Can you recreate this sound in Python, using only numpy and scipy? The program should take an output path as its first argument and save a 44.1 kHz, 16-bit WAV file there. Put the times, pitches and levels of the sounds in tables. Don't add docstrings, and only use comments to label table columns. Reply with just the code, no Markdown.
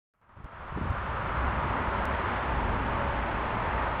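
import sys
import numpy as np
from scipy import signal
from scipy.fft import rfft, irfft
from scipy.io import wavfile
from scipy.ndimage import uniform_filter1d

SR = 44100
rng = np.random.default_rng(int(sys.argv[2]) if len(sys.argv) > 2 else 0)


def boost_factor(decibels):
    exponent = np.asarray(decibels, float) / 20
    return 10 ** exponent


def file_out(sig):
    cols = np.atleast_2d(sig).T
    lim = np.clip(cols, -1, 1)
    pcm = np.round(lim * 32767).astype(np.int16)
    wavfile.write(sys.argv[1], SR, pcm)


N = 176400
T = np.arange(N) / SR
F = np.maximum(np.arange(N // 2 + 1) * SR / N, 1)


def unit(x):
    return x / np.sqrt(np.mean(x ** 2))


def curve(table, column):
    rows = np.array(table)
    return np.interp(T, rows[:, 0], rows[:, column])


def walk(rate_hz):
    hold = int(SR / rate_hz)
    levels = np.repeat(rng.standard_normal(N // hold + 1), hold)
    smooth = uniform_filter1d(uniform_filter1d(levels, hold), hold)
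    return unit(smooth[:N])


def gate(start_s, length_s, edge_s):
    return np.clip(np.minimum(T - start_s, start_s + length_s - T) / edge_s, 0, 1)


def resonance(hz, width_hz):
    noise = rfft(rng.standard_normal(N))
    return unit(irfft(noise / (1 + (2 * (F - hz) / width_hz) ** 2), N))


def bands(colour, flicker_db, shared_db, rate_hz, tilt_db, pivot_hz):
    hz, db = np.array(colour).T
    octave = np.log2(F)
    low, high = np.log2(hz[0]), np.log2(hz[-1])
    full = rfft(rng.standard_normal(N)) * boost_factor(np.interp(octave, np.log2(hz), db))
    out = 0
    near = walk(rate_hz / 4)
    for centre in np.arange(12, 38) / 3:
        if low <= centre <= high + .5:
            near = .8 * near + .6 * walk(rate_hz / 4)
            part = irfft(full * np.clip(1 - 3 * abs(octave - centre), 0, 1), N)
            waver_db = flicker_db * walk(rate_hz) + shared_db * near
            out = out + part * boost_factor(waver_db + tilt_db * (centre - np.log2(pivot_hz)))
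    return unit(out)


# pitch_hz, level_db
FAR_HORN = (564.5, -41)


def horn():
    hz, db = FAR_HORN
    tone = np.sqrt(2) * np.sin(2 * np.pi * hz * T + .5 * walk(13))
    level = boost_factor(db + 1.5 * walk(25))
    return tone * level * gate(start_s=2.97, length_s=.21, edge_s=.03)


# time_s, level_db, tilt_db_per_octave (around 100 Hz)
RUMBLE_LEVEL = [(0, -39.5, -2), (.3, -35, -2), (.5, -34, -3), (.7, -33.5, -3), (1, -34.5, -1),
                (1.3, -34, 0), (1.5, -34, 0), (1.65, -34.5, 0), (2, -35, 0), (2.4, -37, 1),
                (2.55, -31.5, -.6), (2.85, -32, 0), (3.1, -33, -.6), (3.4, -35.5, 0), (3.55, -35.5, 1),
                (3.8, -35, 0), (4, -36, 0)]
# frequency_hz, density_db (per Hz)
RUMBLE_SPECTRUM = [(11, -39), (18, -11), (61, -1.5), (135, -6.5), (163, -11.5), (198, -8.5), (327, -14),
                   (420, -16.5), (550, -48), (920, -120)]


def rumble():
    low = bands(RUMBLE_SPECTRUM, flicker_db=1.0, shared_db=1.0, rate_hz=12,
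                tilt_db=curve(RUMBLE_LEVEL, 2), pivot_hz=100)
    return low * boost_factor(curve(RUMBLE_LEVEL, 1))


# time_s, firing_hz, level_db
ENGINE_NOTE = [(1, 58, -37.5), (1.27, 58.1, -43), (1.4, 60.95, -32.5), (1.52, 59.9, -31.5),
               (1.6, 60.22, -43), (1.9, 63.04, -36.5), (2.2, 62.96, -38.5), (2.46, 61.76, -42),
               (2.55, 59.93, -34), (2.8, 54, -33.5), (2.92, 55.9, -36), (3.1, 56.95, -32),
               (3.35, 52.95, -40), (3.42, 55.05, -44), (3.75, 62.9, -37), (4, 63.1, -44)]


def engine():
    firing_hz = curve(ENGINE_NOTE, 1) * (1 + .07 * walk(16))
    phase = 2 * np.pi * np.cumsum(firing_hz) / SR
    level = boost_factor(curve(ENGINE_NOTE, 2) - 2.0 + 2.5 * walk(12))
    return np.sqrt(2) * np.sin(phase) * level * gate(start_s=0.85, length_s=4, edge_s=.1)


def eddy(out, at_s, size, hz):
    u = np.arange(-1200, 1200) * np.pi * hz / SR
    dent = size * (1 - 2 * u * u) * np.exp(-u * u)
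    return out + np.pad(dent, (int(at_s * SR) - 1200, N))[:N]


# start_s, length_s, level_db
GUST_TIMES = [
    (.36, .1, -33),
    (0.739, .2, -35),
]
# time_s, signed_size, pitch_hz
STRONG_EDDIES = [(.405, -0.13, 110), (.4447, -0.16, 70), (0.455, 0.066, 60.4), (0.726, -0.097, 110),
                 (.764, -0.14, 110), (.776, -0.18, 280), (.786, -0.17, 220), (.814, -0.19, 200),
                 (.824, 0.15, 70.3), (.843, -.08, 120), (.855, -0.084, 249), (.864, -.1, 150),
                 (.872, 0.086, 70), (.888, -0.054, 120), (0.9041, 0.17, 80), (.912, -0.14, 89),
                 (.943, -0.074, 110), (.8, .07, 200), (3.9996, .07, 300)]


def gusts():
    eddies_per_s, middle_hz, edge_s = 150, 130, .02
    out = np.zeros(N)
    for start, length, db in GUST_TIMES:
        count = int(eddies_per_s * length)
        for place, weakness, kind in rng.random((40, 3))[:count]:
            onset = min(1, place * length / edge_s)
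            size = boost_factor(db + 9 - 11 * weakness) * np.sign(kind - .65) * onset
            hz = middle_hz * 2 ** (0.85 * np.sin(40 * kind))
            out = eddy(out, start + place * length, size, hz)
    for at, size, hz in STRONG_EDDIES:
        out = eddy(out, at, size, hz)
    return out


# time_s, level_db, high_band_share (0-1)
CAR_PASS = [
    (0, -38, 0.91),
    (1.2, -33.5, 1),
    (1.7, -38, 0.74),
    (2.2, -39.5, 0.6),
    (2.6, -41, 0.15),
    (3.1, -43.5, 0.16),
    (3.45, -41.5, 0),
    (3.85, -36.5, 0.35),
    (4, -38.5, 0.2),
]


def car():
    share = np.clip(curve(CAR_PASS, 2), 0, 1)
    high = np.sqrt(share) * resonance(1277, width_hz=500)
    low = np.sqrt(1 - share) * resonance(894, width_hz=.6 * 500)
    return (high + low) * boost_factor(curve(CAR_PASS, 1) + 0.39 * walk(5.5))


# time_s, level_db, tilt_db_per_octave (around 1 kHz)
ROAR_LEVEL = [(0, -37, 0.5), (.8, -31.5, 0), (1.3, -33, 0.5), (1.9, -32, 0), (2.3, -32, 1),
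              (2.7, -33, -0.2), (3.1, -32.5, 0), (3.5, -32.5, 0.2), (3.85, -31, 0.1), (4, -34, 1.5)]
# frequency_hz, density_db (per Hz)
ROAR_SPECTRUM = [(210, -35.5), (350, -11), (457, -7), (553, -3), (756, -5), (941, 0), (1960, -11),
                 (3400, -24), (4420, -54), (7480, -120)][:-2] + [(5000, -37)]
# pitch_hz, width_hz, level_db
TREAD_WHINE = [(918, 100, -49)]


def roar():
    wash = bands(ROAR_SPECTRUM, flicker_db=0.29, shared_db=0.45, rate_hz=10,
                 tilt_db=curve(ROAR_LEVEL, 2), pivot_hz=1000)
    out = wash * boost_factor(curve(ROAR_LEVEL, 1))
    for hz, width, db in TREAD_WHINE:
        out = out + boost_factor(db + 0.83 * walk(3)) * resonance(hz, width)
    return out


def scene():
    return (horn() + rumble() + engine() + gusts() + car() + roar())[None]


def rolloff(hz, width_hz, db):
    return boost_factor(-np.logaddexp(0, (F - hz) / width_hz) * db)


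def camera(dry):
    rate_hz, shelf_hz, top_hz = 8000, 3720, 4800
    taken = rfft(dry) * rolloff(shelf_hz, 110, db=2.5)
    mirror = np.clip(rate_hz * N // SR - np.arange(len(F)), 0, None)
    sampled = taken + np.conj(taken[:, mirror]) * (mirror > 0)
    smoothing = rolloff(shelf_hz - 100, 150, db=2.5) * rolloff(top_hz - 150, 110, db=5.0)
    return irfft(sampled * smoothing * (F < 5600), N)


def low_pass(x):
    return signal.sosfilt(signal.butter(12, 15800, fs=SR, output="sos"), x)


def record(dry):
    start_s, step_s, steps = .0613, .076667, 26
    step = np.clip(np.floor((T - start_s) / step_s), 0, steps)
    fade = (1 - (1 - step / steps) ** 2.24) ** 2.02
    after = T - (start_s + steps * step_s)
    click = 0.055 * (after >= 0) * np.exp(-abs(after) / .00007)
    hiss = boost_factor(-95.5) * rng.standard_normal(dry.shape) * (step > 0)
    return low_pass(camera(dry) * fade + click + hiss)


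dry = scene()
out = record(dry)
file_out(out)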